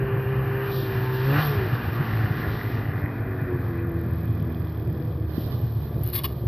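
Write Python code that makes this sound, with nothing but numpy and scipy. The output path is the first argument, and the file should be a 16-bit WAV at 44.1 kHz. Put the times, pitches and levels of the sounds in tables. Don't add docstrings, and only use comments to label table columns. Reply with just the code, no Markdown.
import sys
import numpy as np
from scipy.fft import rfft, irfft, next_fast_len
from scipy.io import wavfile
from scipy.ndimage import uniform_filter1d, map_coordinates

SR = 44100
rng = np.random.default_rng(int(sys.argv[2]) if len(sys.argv) > 2 else 0)


def transcribe(signal):
    frames = np.atleast_2d(signal).T
    limited = np.clip(frames, -1, 1)
    pcm = np.round(limited * 32767).astype(np.int16)
    wavfile.write(sys.argv[1], SR, pcm)


N = 285627

# (time [s], speed [crank turns/s], level [dB])
CRANK = [(0, 66, -28), (.36, 65.9, -27.5), (.7, 66.2, -30.5), (.97, 63.8, -31), (1.22, 64.7, -25.5),
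         (1.3, 68, -18.5), (1.41, 77.5, -24), (1.48, 73, -25.5), (1.66, 60.7, -29), (1.8, 59.6, -34),
         (2.12, 55, -27.5), (2.32, 52, -39), (2.4, 52.4, -33), (2.86, 48.5, -37.5), (3.12, 48.8, -41.5),
         (3.77, 42.6, -34), (4.16, 41.2, -30.5), (4.43, 40.8, -34.5), (4.72, 39.5, -33.5),
         (5.13, 40.1, -33), (5.8, 37.2, -33.5), (6.25, 34.1, -39), (6.477, 35, -36)]
# (order [per turn], relative level [dB])
MINOR_ORDERS = [(1, -7), (3, -4.5), (4, -4.5), (5, -3), (6, -0.5), (7, -6.5), (8, -3.5), (9, -11.5),
                (10, -8.5), (11, -11.5), (12, -6)]
# (frequency [Hz], gain [dB])
PIPE = [(36, -50.5), (60, -42), (150, -36.5), (250, -49), (350, -43.5), (480, -48.5), (560, -48),
        (900, -57), (1300, -56), (1740, -51), (1900, -57.5), (2100, -69.5)]
SINGING_ORDERS = {4: [(1.23, 1.45, -30.5), (1.6, 2.65, -41), (3.6, 4.1, -41.5), (4.0, 4.75, -36),
                  (4.7, 5.7, -41.5), (5.65, 6.7, -41.5)], 5: [(.2, 2.9, -48), (2.6, 3.5, -43),
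                  (3.95, 4.5, -43)], 6: [(-.3, 1.39, -32.5), (1.45, 1.7, -31.5), (1.9, 3.65, -42),
                  (3.5, 4.7, -42), (4.65, 6.76, -48.5)], 8: [(-.1, .68, -45.5), (1.22, 1.4, -41),
                  (1.85, 2.8, -47), (3.15, 3.55, -42.5), (3.45, 4.1, -34.5), (4.05, 5.45, -42)],
                  10: [(1.25, 1.75, -47.5), (3.2, 3.9, -49), (5.95, 6.7, -43)], 14: [(.95, 1.42, -44.5),
                  (2.05, 2.55, -50)], 16: [(.95, 1.3, -47), (1.32, 1.55, -40)], 18: [(1.3, 1.5, -36.5)]}
DRIFT_DB = 2.5
FADE_S = 0.072

# (time [s], relative peak level [dB])
STRONG_BURNS = [(0.128, -25), (0.25, -14.5), (1.572, -14), (1.723, -14.5), (1.868, -12.5), (1.995, -13),
                (2.125, -17), (2.233, -12), (2.3, -13.5), (2.469, -15.5), (2.734, -14.5), (2.879, -13),
                (3.029, -12.5), (3.41, -16.5), (3.536, -14.5), (3.745, -18.5), (3.913, -16.5),
                (4.114, -15.5), (4.286, -17), (4.408, -16.5), (4.591, -22), (4.989, -17), (5.074, -16.5),
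                (5.144, -19), (5.195, -21.5), (5.451, -19.5), (5.53, -19), (5.626, -12.5), (5.758, -16.5),
                (5.821, -20), (5.936, -19), (6, -22), (6.04, -21), (6.158, -23.5), (6.228, -20.5),
                (6.454, -14.5)]
# (frequency [Hz], density [dB per Hz])
MUFFLER = [(25, -38.5), (45, -13), (65, -7.5), (85, -12.5), (110, 3.5), (140, -3.5), (195, -13),
           (287, -15.5), (340, -12), (470, -18), (530, -24.5), (700, -24), (1000, -85.5)]
UNEVEN_DB = -30
UNEVEN_DIP, FAST_IDLE = 0.05, 66
UNEVEN_SINK = 0.16
MEAN_TURNS = 50

# (frequency [Hz], density [dB per Hz])
DRONE = [(280, -30.5), (480, -0.5), (562, -12), (753, -0.5), (900, -3.5), (1100, -1.5), (1180, 1),
         (1270, -4.5), (2860, -120)]
INTAKE = [(740, -44), (1250, -13), (1375, 1.5), (1600, 1), (1730, 4), (1850, -1), (2030, -2), (2200, -14.5),
          (2860, -42.5), (4800, -120)]
BUZZ = [(1290, -39.5), (2200, 0.5), (2460, 9.5), (2790, -12.5), (3030, -12.5), (3300, -9), (4290, -56.5),
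        (7260, -120)]
HISS = [(1820, -33.5), (3100, 2), (4210, 0), (4680, -3), (5550, -8.5), (6430, -24.5), (6800, -61.5),
        (15000, -120)]
AIR = [(5590, -64), (9500, -25.5), (10200, -21), (11000, -3), (12500, 11), (14000, 7.5), (14900, -11.5)]
# (frequency [Hz], density [dB per Hz])
WHIR = [(2400, -34.5), (2700, 5.5), (3080, -2), (3300, -29), (6000, -120)]
# (time [s], roar swing [dB], treble swing [dB])
FLOW_SWING = [(0, -1.5, -7), (.63, 1, -2), (.71, -2, 9), (.8, -9.5, 10), (.9, 3, 4), (1.22, 2, 4.5),
              (1.31, 5.5, 7.5), (1.39, 12.5, 9), (1.46, 1, 12), (1.6, 4.5, 4), (1.84, 3.5, 1), (2.38, 5, 3),
              (2.6, 2, 4.5), (3.1, 1.5, -4), (3.79, -1, -5.5), (4.13, -5, -3), (5.25, -12, -5.5),
              (5.4, -7.5, 12.5), (5.6, -10.5, 6.5), (6.477, -13, 2.5)]
# (mean level [dB], share of roar swing [dB/dB], share of treble swing [dB/dB], rise with speed [dB per turn/s])
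FLOW_RESPONSE = [(-44.5, 0.35, 0.11, 0.2676), (-44.5, 0.97, .01, 0.15), (-55, 0.61, 0.021, 0.3239),
                 (-60.5, 0.11, 0.74, 0.1471), (-55.5, .01, 0.72, 0.2678)]
# (start [s], end [s], lift [dB])
HISS_LIFT = (0.69, 3.18, 5)
HISS_RELEASE_S = 0.55
WHIR_DB, WHIR_DROPS_S, WHIR_DROP_DB = -58.5, 2.93, 18.5

# (time [s], level [dB])
TICKING = [(0, -71.5), (3.7, -63.5), (4.1, -58), (5.05, -61), (5.2, -69), (5.6, -61.5), (6.477, -64.5)]
# (start [s], end [s], frequency [Hz], level [dB])
HUMS = [(0.2, 0.57, 111.4, -34), (2, 7, 108, -32.5), (3.35, 4.1, 481.8, -45.5), (4.9, 5.3, 493, -46.5)]
# (start [s], end [s], level [dB], frequency [Hz], width [Hz])
WHOOSH = (.65, .92, -53, 3850, 900)
# (start [s], end [s], level [dB], frequency [Hz], width [Hz])
BARK = [(1.9, 3.15, -45.5, 1910, 280), (1.9, 2.6, -48, 1150, 180)]
# (time [s], level [dB])
TAPPING = [(4.1, -96), (4.3, -65), (4.65, -62.5), (4.8, -62.5), (5.22, -64), (5.34, -90)]
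# (frequency [Hz], width [Hz], relative level [dB])
METAL = [(2450, 300, -6), (3330, 260, 1), (4700, 600, -10)]

# (time [s], peak level [dB])
KNOCK = [(5.376, -14)]
# (start [s], end [s], fizz [dB], four weave bands from low to high [dB], ring [dB])
STROKES = [(6.034, 6.125, -48, -60, -62, -63, -57, -70), (6.131, 6.166, -31, -48, -53, -52, -44, -58),
           (6.154, 6.188, -29, -45, -50, -46, -41, -45), (6.178, 6.196, -31, -46, -52, -39, -45, -41),
           (6.192, 6.21, -47, -47, -56, -56, -54, -50), (6.236, 6.252, -33, -45, -38, -43, -42, -39),
           (6.248, 6.266, -35, -46, -44, -43, -46, -39), (6.205, 6.335, -53, -61, -63, -62, -60, -60)]
# (frequency [Hz], width [Hz], relative level [dB])
WEAVE = [
    [(1840, 200, 0), (2170, 140, 1), (2500, 220, -1)],
    [(2910, 130, 0)],
    [(3390, 200, 0)],
    [(3750, 110, 0), (4130, 150, 1), (4460, 150, -2), (4900, 300, -8)],
    [(1135, 60, 0)],
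]
WEAVE_TOP_HZ = 5400
SLIPS_PER_S, SLIP_DB = 600, 16.5
# (time [s], relative peak level [dB])
SNAGS = [(6.035, -21), (6.041, -25), (6.054, -31), (6.064, -27), (6.076, -22), (6.089, -25), (6.101, -25),
         (6.127, -27), (6.325, -37)]
SNAG_T60 = .012

# (frequency [Hz], gain [dB])
UNLIKE = [(60, -27), (180, -33), (540, -21), (1610, -14.5), (4840, -7.5), (14500, -12.5)]
# (time [s], gain of the port difference [dB])
WIDTH = [(0, -62.5), (3.85, -56.5), (4.1, -6.5), (5.4, 1.5), (6.477, -2)]
TOP_HZ = 15000


def amp(db):
    return 10 ** (np.asarray(db) / 20)


def unit(x):
    return x / np.sqrt(np.mean(x ** 2) + 1e-20)


def curves(rows):
    s, *cols = np.transpose(rows)
    return [np.interp(np.arange(N) / SR, s, c) for c in cols]


def wobble(rate):
    knots = rng.standard_normal(int(N * rate / SR) + 4)
    return map_coordinates(knots, [np.arange(N) * rate / SR])


def filtered(x, response):
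    m = next_fast_len(N + SR // 2)
    return irfft(rfft(x, m) * response(np.fft.rfftfreq(m, 1 / SR)), m)[..., :N]


def along(points, hz):
    f, db = np.transpose(points)
    return np.interp(np.log(hz + 1), np.log(f + 1), db)


def coloured(x, points):
    return unit(filtered(x, lambda hz: amp(along(points, hz))))


def resonances(rows):
    return lambda f: sum(amp(db) * w / (w + 2j * (f - c)) for c, w, db in rows)


def spell(start, end, release=FADE_S):
    t = np.arange(N) / SR
    return np.clip(np.minimum((t - start) / FADE_S, (end - t) / release), 0, 1)


def puffs(turns, sharpness):
    return np.exp(-sharpness * (turns % 1))


def flow_db():
    roar, treble = curves(FLOW_SWING)
    faster = curves(CRANK)[0] - MEAN_TURNS
    drone, rasp, buzz, hiss, air = [db + a * roar + b * treble + c * faster for db, a, b, c in FLOW_RESPONSE]
    start, end, lift_db = HISS_LIFT
    hiss = hiss + lift_db * spell(start, end, HISS_RELEASE_S)
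    whir = WHIR_DB + 0.7 * roar + 0.34 * faster
    whir = whir - WHIR_DROP_DB * spell(WHIR_DROPS_S, np.inf)
    return drone, rasp, buzz, hiss, air, whir


def exhaust(turns):
    speed, firing_db = curves(CRANK)
    load_db = .5 * (flow_db()[0] + 38.0)
    upper = [(k, .2 * (speed - 62) - 4 * (k % 2)) for k in range(13, 29)]
    gains = {}
    for k, db in MINOR_ORDERS + upper:
        gains[k] = amp(db + load_db + along(PIPE, k * speed) + DRIFT_DB * wobble(4))
    for k, spells in SINGING_ORDERS.items():
        singing = sum(amp(db) * spell(start, end) for start, end, db in spells)
        gains[k] = np.maximum(gains[k], singing)
    gains[2] = amp(firing_db)
    slower = 62 - speed
    lumpy_db = 1.2 + np.clip(slower, 0, 12) * .08
    unsteady = (.012 + .001 * np.clip(slower, 0, 10)) * wobble(10)
    out = np.zeros(N)
    for k, gain in gains.items():
        tone = np.sin(2 * np.pi * k * (turns + unsteady) + .7 * k * k)
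        out += np.sqrt(2) * gain * amp(lumpy_db * wobble(14)) * tone
    return out


def burns(turns):
    speed = curves(CRANK)[0]
    firing = np.flatnonzero(np.diff(np.floor(2 * turns)))
    kicks = np.zeros(N)
    kicks[firing] = rng.standard_normal(N)[firing]
    uneven = coloured(unit(kicks) + 1.39 * rng.standard_normal(N), MUFFLER)
    uneven_db = UNEVEN_DB - UNEVEN_DIP * np.clip(speed - FAST_IDLE, 0, None) + 1.6 * wobble(8)
    uneven_db -= UNEVEN_SINK * np.clip(MEAN_TURNS - speed, 0, None)
    t, booms = np.arange(SR // 8) / SR, np.zeros(N + SR)
    shape = np.exp(-((t - .014) / 0.0094) ** 2)
    pitches = 112 + 11.0 * rng.standard_normal(len(STRONG_BURNS))
    for (s, db), hz in zip(STRONG_BURNS, pitches):
        boom = np.sin(2 * np.pi * hz * t) + .1 * shape * np.sin(2 * np.pi * 2.6 * hz * t)
        booms[round(s * SR):][:len(t)] += amp(db - 1.5) * shape * boom
    return uneven * amp(uneven_db) + booms[:N]


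def rush(turns):
    flutter = wobble(8.3)
    pulse = puffs(2 * turns, 0.56)
    spectra = (DRONE, INTAKE, BUZZ, HISS, AIR, WHIR)
    steady = (0.37, 1.8, 1.6, 0.99, 1.5, 1.3)
    out = np.zeros(N)
    for share, spectrum, db in zip(steady, spectra, flow_db()):
        noise = coloured((share + pulse) * rng.standard_normal(N), spectrum)
        out += noise * amp(db + 0.65 * flutter + 1.1 * wobble(20))
    return out


def tick(turns):
    strength = amp(2.2 * rng.standard_normal(N)[turns.astype(int)])
    fizz = puffs(turns + 0.11, 12) * strength * rng.standard_normal(N)
    return amp(curves(TICKING)[0]) * coloured(fizz, AIR)


def hums():
    t, out = np.arange(N) / SR, np.zeros(N)
    for start, end, hz, db in HUMS:
        arch = np.sin(np.pi * np.clip((t - start) / (end - start), 0, 1)) ** .5
        tone = np.sin(2 * np.pi * hz * t + .6 * wobble(15))
        out += np.sqrt(2) * amp(db + 0.27 * wobble(7.4)) * tone * arch
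    return out


def narrow_spell(drive, row):
    start, end, db, hz, width = row
    ring = filtered(drive, lambda f: resonances([(hz, width, 0)])(f) ** 2)
    return amp(db) * spell(start, end) * unit(ring)


def whoosh():
    return narrow_spell(rng.standard_normal(N), WHOOSH)


def bark(turns):
    firings = np.floor(2 * turns)
    cylinder = 1 - .5 * (firings % 2)
    pulses = np.diff(firings, prepend=0) * cylinder * amp(3 * rng.standard_normal(N))
    return sum(narrow_spell(pulses, row) for row in BARK)


def taps(turns):
    half_turns = np.floor(2 * (turns + .24))
    strikes = np.diff(half_turns, prepend=half_turns[0]) * (1 - .55 * (half_turns % 2))
    ring = sum(filtered(strikes * amp(3 * rng.standard_normal(N)), resonances([mode])) for mode in METAL)
    dull = filtered(ring, lambda f: (f > 2000) * (f < 5600))
    return amp(curves(TAPPING)[0]) * unit(dull)


def knock():
    t, out = np.arange(SR // 20) / SR, np.zeros(N)
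    burst = np.exp(-((t - .006) / .0024) ** 2) * np.sin(2 * np.pi * 255 * t)
    for s, peak_db in KNOCK:
        out[round(s * SR):][:len(t)] += amp(peak_db) * burst
    return out


def cloth_strokes():
    slips = (rng.random(N) < SLIPS_PER_S / SR) * rng.standard_normal(N) * amp(SLIP_DB)
    grain = unit(amp(1.4 * wobble(500) + 2.7 * wobble(76)) * rng.standard_normal(N) + slips)
    lower_fizz = coloured(grain, [(6000, -40.0), (8500, -19.5), (10500, 10.0), (11500, -33.0)])
    fizz = coloured(grain, AIR) + amp(-15.5) * lower_fizz
    gains = np.zeros((len(WEAVE) + 1, N))
    for start, end, *db in STROKES:
        span = slice(round(start * SR), round(end * SR))
        arch = np.sin(np.linspace(.8, 2.6, span.stop - span.start))
        gains[:, span] = np.maximum(gains[:, span], amp(db)[:, None] * arch)
    gains = uniform_filter1d(gains, size=150, axis=1)
    out = gains[0] * fizz
    for gain, rows in zip(gains[1:], WEAVE):
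        weave = lambda f: resonances(rows)(f) / (1 + (f / WEAVE_TOP_HZ) ** 10)
        out += filtered(gain * grain, weave) / np.std(filtered(grain, weave))
    return out


def cloth_snags():
    t, envelope = np.arange(SR // 20) / SR, np.zeros(N)
    for s, peak_db in SNAGS:
        envelope[round(s * SR):][:len(t)] += amp(peak_db - 5.5 - 60 * t / SNAG_T60)
    return filtered(envelope * coloured(rng.standard_normal(N), AIR), lambda hz: hz > 9500)


def scene():
    turns = np.cumsum(curves(CRANK)[0]) / SR
    engine = exhaust(turns) + burns(turns) + rush(turns) + tick(turns)
    engine += hums() + whoosh() + bark(turns) + taps(turns)
    unlike = filtered(engine * (1.5 * wobble(40) - .7), lambda hz: amp(along(UNLIKE, hz)))
    cloth = knock() + cloth_strokes() + cloth_snags()
    tilt = filtered(cloth, lambda hz: np.where(hz > 8000, .38, -.15 + .25j))
    difference = amp(curves(WIDTH)[0]) * unlike + tilt
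    return engine + cloth + np.array([[1], [-1]]) * difference


def record(dry):
    return filtered(dry, lambda hz: hz < TOP_HZ)


dry = scene()
out = record(dry)
transcribe(out)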